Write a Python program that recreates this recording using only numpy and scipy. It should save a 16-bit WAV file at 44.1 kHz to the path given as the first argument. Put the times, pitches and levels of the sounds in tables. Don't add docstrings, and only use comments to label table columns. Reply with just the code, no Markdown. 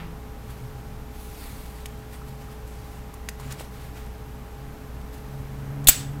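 import sys
import numpy as np
from scipy import signal
from scipy.fft import rfft, irfft
from scipy.io import wavfile
from scipy.ndimage import uniform_filter1d

SR = 44100
rng = np.random.default_rng(int(sys.argv[2]) if len(sys.argv) > 2 else 0)


def int16_out(signal):
    q = np.round(np.clip(np.atleast_2d(signal).T, -1, 1) * 32767)
    wavfile.write(sys.argv[1], SR, q.astype(np.int16))


def gain_from_decibels(decibels):
    exponent = np.asarray(decibels, float) / 20
    return 10 ** exponent


N = 273420
STEP = 32

# frequency in Hz, level in dB per Hz.
ROOM_NOISE = [(12, -37), (20, 1.5), (70, -3.5), (274, -9.5), (352, -19.5), (428, -16.5), (520, -18),
              (746, -19.5), (811, -20), (882, -18.5), (4080, -35), (11700, -40.5), (13100, -40.5),
              (15500, -40.5)]
ROOM_NOISE_DB = -41
HUM_HZ = [
    59.9,
    428.7,
    808.2,
]
HUM_DB = [-42, -52, -56.5]
WHINE_HZ, WHINE_DB = 12706.6, -64.5
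GAPS_PER_S, FIRST_GAP_S, GAP_S, GAP_LEFT = 14.985, .031, .012, .25

# multiple of the strongest order, level in dB.
ENGINE_ORDERS = [(.5, -24), (1, 0.5), (1.5, -14), (2, -14.5)]
# time in seconds, strongest order in Hz, level in dB.
APPROACH = [(4.5, 128, -60), (4.62, 134, -42), (5.1, 131, -53), (5.31, 136, -43), (5.64, 137, -36.5),
            (5.86, 141, -32.5), (5.935, 141, -40.5), (5.965, 138, -35.5), (6.2, 142, -34.5)]
ROAR_DB, ROAR_FOLLOWS = -52.5, .5
# start in seconds, length in seconds, level in dB, strongest order in Hz.
PASSING_ENGINES = [
    (-.05, .23, -43, 165),
    (3.38, 0.34, -45, 133),
]
# start in seconds, length in seconds, level in dB.
TRAFFIC_BOOMS = [(0, 0.37, -52), (0.348, .8, -42), (1.8, 0.88, -42.5), (2.75, 0.32, -43), (3.347, 1, -43),
                 (4.252, .2, -44.5), (4.5, 0.42, -45), (5.28, .16, -44), (5.48, 0.29, -40),
                 (5.88, .35, -39)]
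BOOM_FLOOR_DB = -51
SWELL_RISE, SWELL_FALL = 0.15, 0.3

# frequency in Hz, level in dB.
HISS_COLOUR = [(700, -34), (2200, 1), (3600, 1), (4600, 1), (5600, -1.5), (8500, -1), (11000, -20)]
# frequency in Hz, level in dB.
SHEEN_COLOUR = [(6500, -38), (9500, 0.5), (12000, 2.5), (15500, 0)]
# start in seconds, length in seconds, hiss level in dB,
# sheen in dB against the hiss, rustle in dB against the hiss.
DRAGS = [(.55, 0.18, -67, 1, -20), (1.077, 0.82, -55.5, 2, -8), (1.86, .2, -64, -5, -7),
         (2.64, 0.42, -60.5, -2, -8), (3.374, 0.21, -57, -0.5, 5), (3.708, 0.22, -59, 0, 2.5),
         (5.12, .5, -66, 1.5, -10)]
# peak time in seconds, hiss level in dB, fade t60 in seconds,
# sheen in dB against the hiss, rustle in dB against the hiss.
BRUSHES = [(.002, -70.5, 0.38, 0, 27.5), (.428, -68, .4, 0, -10), (.506, -54.5, 0.25, 1, 2),
           (1.438, -56.5, 0.57, 1, 4), (1.79, -58.5, 0.43, -7, 2), (2.135, -51.5, 0.29, 0, 1),
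           (2.284, -54.5, 0.28, -2, -8), (2.42, -57, 0.33, -3, 0), (2.515, -57, 0.23, 0, -1),
           (2.678, -62, 0.072, 0, -10), (2.952, -64, .3, -3, -10), (3.515, -47, .12, -10, 2),
           (3.598, -45, 0.2, -4, -0.5), (3.65, -58.5, 0.18, -6, 0), (3.975, -51.5, 0.4, -4.5, 3),
           (5.014, -58, .08, 0, -10), (5.14, -54.5, .2, -2, -10)]
BRUSH_RISE = 0.49

# time in seconds, peak in dB, knock in Hz, knock in dB against the tick,
# thinness from 0 to 1.
TICKS = [
    (1.8579, -24, 3050, -9, 0.33),
    (3.288, -19, 1820, -1, 0.07),
    (3.5972, -32, 2640, -3, 0.4),
]
# time in seconds, peak in dB, thinness from 0 to 1, sharpness from 0 to 1.
TOUCHES = [(0.5048, -41, .8, 0.5), (2.6758, -39, .8, 0.5), (3.1385, -30, .8, 0.25),
           (3.3985, -32.5, 0.2, 0.4), (3.409, -38, .2, .5), (3.5074, -32, 0.1, 0.5), (3.523, -25, 0.8, 0.6),
           (3.611, -31, 0, .7), (4.0624, -42, .8, 0.5), (5.1424, -42, .8, 0.5), (5.8425, -33, .95, 0.6)]
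# time in seconds, peak in dB, frequency in Hz, t60 in seconds.
SOFT_KNOCKS = [
    (2.217, -38, 1300, .03),
    (2.485, -37.5, 1260, .03),
    (3.138, -34, 1070, .02),
    (3.399, -28, 1060, 0.0094),
    (3.6082, -18, 654, 0.0042),
]
SCATTER_T60 = 0.029
# frequency in Hz, t60 in seconds.
ECHO_T60 = [(300, 0.45), (1500, 0.58), (4000, 0.34), (7700, 0.31), (11000, 0.15), (16000, .18)]
ECHO_DB = -16

# frequency in Hz, t60 in seconds, level in dB.
FRAME_MODES = [(3570, .012, 0), (2900, .008, -5), (4100, .008, -6)]
# frequency in Hz, t60 in seconds, level in dB.
SLIDE_MODES = [(7750, .026, 0), (7930, .02, -7), (8250, .008, -11), (6950, .008, -11)]
# frequency in Hz, t60 in seconds, level in dB.
PIN_MODES = [(14800, .011, 0), (12400, .008, -4), (13700, .007, -7), (10400, .006, -9)]
# frequency in Hz, level in dB.
CRACK_COLOUR = [(300, -41), (1400, -17), (2500, -1), (4000, 2), (5300, -7), (7000, 6), (9000, 1.5),
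                (12500, 2.5), (16000, -2.5)]
# time in seconds, crack in dB, frame in dB, pins in dB,
# chatter t60 in seconds.
RELEASE = [
    (5.8700, -18, -52, -30, 0.22),
    (5.872, -5, -4.5, -15, 0.0063),
    (5.8746, -5, -14, -14, 0.02),
    (5.8780, -15, -32, -23, 0.056),
    (5.8812, -13, -13, -16, 0.049),
]
FREE_SLIDE_DB = -17
# time in seconds, crack in dB, frame in dB, slide in dB, pins in dB.
SLAM = [
    (5.8848, 2.5, -15, -7, 4),
    (5.8873, 0.5, -8.5, 5, -18),
    (5.8920, -3.5, -18, -16, 5.5),
    (5.8950, -8.5, -24, -5, -11),
    (5.8992, -9, -30, -16.5, -20),
]
SLAM_T60 = 0.029
# time in seconds, level in dB, frequency in Hz, t60 in seconds.
JOLT = [
    (5.871, -16, 45.3, .04),
    (5.886, -4.5, 38, 0.039),
    (5.888, -10.5, 624, 0.014),
    (5.886, -19, 1000, 0.0075),
    (5.888, -17.5, 420, .015),
    (5.887, -12, 1800, .008),
    (5.890, -20, 260, 0.023),
]
# frequency in Hz, level in dB.
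RATTLE_COLOUR = [(500, -24), (1200, -4), (2500, 0), (6000, -0.5), (10000, -4), (15500, -9)]
RATTLE_S, RATTLE_DB, RATTLE_T60 = 5.893, -20, .31


def evened(x):
    return x / np.sqrt(np.mean(x ** 2) + 1e-20)


def read(points, hz):
    f, value = np.transpose(points)
    return np.interp(np.log(hz + 1), np.log(f + 1), value)


def add(mix, s, sound):
    part = mix[round(s * SR):][:len(sound)]
    part += sound[:len(part)]


def coloured(x, points):
    gain = gain_from_decibels(read(points, np.fft.rfftfreq(len(x), 1 / SR)))
    return evened(irfft(rfft(x) * gain, len(x)))


def noise(points):
    return coloured(rng.standard_normal(N), points)


def drift(hz):
    return noise([(0, 0), (hz, 0), (2 * hz, -80), (SR, -200)])


def ring(t, hz, t60):
    return np.sin(2 * np.pi * hz * t) * gain_from_decibels(-60 * t / t60)


def swell(start, length, db):
    u = (np.arange(0, N, STEP) / SR - start) / length
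    return gain_from_decibels(db) * (np.clip(u / SWELL_RISE, 0, 1) * np.clip((1 - u) / SWELL_FALL, 0, 1))


def brush(peak, db, t60):
    t = np.arange(0, N, STEP) / SR - peak
    return gain_from_decibels(db - 60 * np.where(t < 0, -t / BRUSH_RISE, t) / t60)


def filled(gain):
    return np.interp(np.arange(N), np.arange(0, N, STEP), gain)


def background():
    t = np.arange(N) / SR
    out = gain_from_decibels(ROOM_NOISE_DB + 0.205 * drift(hz=2.2)) * noise(ROOM_NOISE)
    for hz, db in zip(HUM_HZ, HUM_DB):
        level = np.sqrt(2) * gain_from_decibels(db + 0.88 * drift(hz=2.64))
        out += level * np.sin(2 * np.pi * hz * t + 0.23 * drift(hz=1.5))
    off_gap = (((t - FIRST_GAP_S) * GAPS_PER_S + .5) % 1 - .5) / GAPS_PER_S
    gate = np.clip((abs(off_gap) - GAP_S / 2) / .001 + 1, GAP_LEFT, 1)
    return out + np.sqrt(2) * gain_from_decibels(WHINE_DB) * gate * np.sin(2 * np.pi * WHINE_HZ * t)


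def drone():
    t = np.arange(N) / SR
    s, hz, db = np.transpose(APPROACH)
    near_db = np.interp(t, s, db, -150)
    speed = np.interp(t, s, hz)
    for start, length, _, passing_hz in PASSING_ENGINES:
        speed = np.where((t > start) & (t < start + length), passing_hz, speed)
    turns = np.cumsum(speed) / SR
    wobble = .3 * drift(hz=5)
    orders = np.zeros(N)
    for k, order_db in ENGINE_ORDERS:
        flutter = gain_from_decibels(order_db + 0.97 * k ** 2 * drift(hz=10))
        orders += flutter * np.sin(2 * np.pi * k * turns + k * wobble)
    engine_gain = gain_from_decibels(near_db) + filled(sum(swell(*row[:3]) for row in PASSING_ENGINES))

    boom = noise([(85, -28), (108, 0), (135, 9.0), (165, -43.0)])
    boom_gain = gain_from_decibels(BOOM_FLOOR_DB) + filled(sum(swell(*row) for row in TRAFFIC_BOOMS))
    roar = noise([(150, -32), (300, -1), (900, -3), (2000, -11), (4000, -34)])
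    roar_gain = gain_from_decibels(ROAR_DB + ROAR_FOLLOWS * (near_db + 39.5))
    return np.sqrt(2) * engine_gain * orders + gain_from_decibels(-5) * boom * boom_gain + roar * roar_gain


def patchy(x, depth_db):
    z = signal.stft(x, nperseg=256)[2]
    patches = uniform_filter1d(uniform_filter1d(rng.standard_normal(z.shape), 6, 0), 30, 1)
    shifted = signal.istft(z * gain_from_decibels(depth_db * evened(patches)), nperseg=256)[1]
    return evened(shifted[:N])


def fingers():
    slip_size = np.minimum(rng.exponential(1, (2, N)), 4)
    slips = rng.standard_normal((2, N)) * gain_from_decibels(2.0 * slip_size)
    steel = patchy(slips[0], depth_db=1.7)
    strokes = [(swell(*row[:3]), row[3:]) for row in DRAGS]
    strokes += [(brush(*row[:3]), row[3:]) for row in BRUSHES]
    hiss_gain = filled(sum(gain for gain, _ in strokes))
    sheen_gain = filled(sum(gain * gain_from_decibels(sheen_db) for gain, (sheen_db, _) in strokes))
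    rustle_gain = filled(sum(gain * gain_from_decibels(rustle_db) for gain, (_, rustle_db) in strokes))

    hiss = coloured(steel, HISS_COLOUR) * hiss_gain
    sheen = coloured(steel, SHEEN_COLOUR) * sheen_gain
    rustle = coloured(slips[1], [(250, -3), (600, -2), (1100, 3.5), (2000, 1.5), (4000, -8.5), (7000, -29.0)])
    rustle = rustle * rustle_gain
    return (hiss + sheen) * gain_from_decibels(1.0 * drift(hz=60)) + rustle * gain_from_decibels(1.4 * drift(hz=40))


def tick(t, t60, thin, sharp):
    z = signal.lfilter([1, .85, .3], [1], rng.standard_normal((2, len(t))))
    contact = evened(signal.lfilter([1, -np.clip(thin, 0, 1)], [1], z[0])) * gain_from_decibels(-60 * t / 0.0048)
    bounce = np.roll(np.diff(contact, prepend=0), round(.0027 * SR))
    late_gain = np.clip((t - .0012) / 0.001, 0, 1) * gain_from_decibels(-60 * (t - .0024) / t60)
    scatter = evened(signal.lfilter([1, -np.clip(0.27 + 0.77 * thin, 0, 1)], [1], z[1]))
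    return sharp * (contact + 0.62 * bounce) + 0.26 * late_gain * scatter


def ticks():
    out, t = np.zeros(N), np.arange(4000) / SR
    for s, db, hz, knock_db, thin in TICKS:
        knock = gain_from_decibels(knock_db) * ring(t, hz, .006)
        add(out, s, gain_from_decibels(db) * (tick(t, SCATTER_T60, thin, sharp=.9) + knock))
    for s, db, thin, sharp in TOUCHES:
        add(out, s, gain_from_decibels(db) * tick(t, SCATTER_T60, thin, sharp))
    for s, db, hz, t60 in SOFT_KNOCKS:
        onset = np.clip(t / (0.021 * t60), 0, 1)
        add(out, s, gain_from_decibels(db) * ring(t, hz, t60) * onset)
    return out


def room(x):
    taps = np.zeros(SR // 2)
    at = np.arange(200, len(taps) - 20, 20)
    taps[at + rng.integers(0, 20, len(at))] = rng.choice([-1., 1.], len(at))
    hz, t, z = signal.stft(taps, SR, nperseg=256)
    tail = signal.istft(z * gain_from_decibels(-60 * t / read(ECHO_T60, hz)[:, None]), SR, nperseg=256)[1]
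    return signal.fftconvolve(x, tail / np.linalg.norm(tail))[:N]


def struck_part(t, modes):
    return sum(gain_from_decibels(db) * ring(t, hz, t60) for hz, t60, db in modes) * np.clip(t / .0004, 0, 1)


def blows():
    out, t = np.zeros(N), np.arange(4000) / SR
    parts = [struck_part(t, modes) for modes in (FRAME_MODES, SLIDE_MODES, PIN_MODES)]
    run = [(s, db, frame, db + FREE_SLIDE_DB, pins, t60) for s, db, frame, pins, t60 in RELEASE]
    stops = [(*row, SLAM_T60) for row in SLAM]
    for s, crack_db, *part_db, t60 in run + stops:
        dying = gain_from_decibels(-60 * t / t60)
        chatter = rng.standard_normal(len(t)) * dying
        body = sum(gain_from_decibels(db) * part for db, part in zip(part_db, parts))
        rung = body + 0.061 * signal.fftconvolve(chatter, body)[:len(t)]
        crack = coloured(rng.standard_normal(len(t)), CRACK_COLOUR)
        crack *= .45 * gain_from_decibels(-60 * t / 0.0027) + 0.62 * dying
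        crack *= np.clip(t / (0.0071 * t60), 0, 1)
        add(out, s, rung + gain_from_decibels(crack_db) * crack)
    return out


def hand_jolt():
    out, t = np.zeros(N), np.arange(8000) / SR
    for s, db, hz, t60 in JOLT:
        add(out, s, gain_from_decibels(db) * ring(t, hz, t60))
    return out


def rattle():
    out, t = np.zeros(N), np.arange(SR // 2) / SR
    shiver = coloured(rng.standard_normal(len(t)), RATTLE_COLOUR)
    add(out, RATTLE_S, gain_from_decibels(RATTLE_DB - 60 * t / RATTLE_T60) * shiver)
    return out


def scene():
    small, slam, jolt = ticks(), blows(), hand_jolt()
    echo = gain_from_decibels(ECHO_DB) * room(slam + jolt + gain_from_decibels(-0.5) * small)
    return (background() + drone() + fingers() + small + slam + jolt + echo + rattle())[None]


def top_cut(x):
    return signal.sosfilt(signal.butter(12, 15660, fs=SR, output="sos"), x)


def record(dry):
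    power_db = 10 * np.log10(abs(uniform_filter1d(dry[0] ** 2, 300, origin=149)) + 1e-12)
    fall = np.arange(N) * 60. / SR
    held_db = np.maximum.accumulate(power_db + fall) - fall
    over_db = np.maximum(held_db + 6.0, 0)
    lagged = signal.lfilter([.002], [1, -.998], over_db)
    hot = np.clip(dry / gain_from_decibels(0.72 * lagged), -.95, .95)
    band_limit = signal.firwin(255, 16050, window=("kaiser", 9), fs=SR)
    mix = signal.oaconvolve(hot, band_limit[None], "same")
    return top_cut(mix)


dry = scene()
out = record(dry)
int16_out(out)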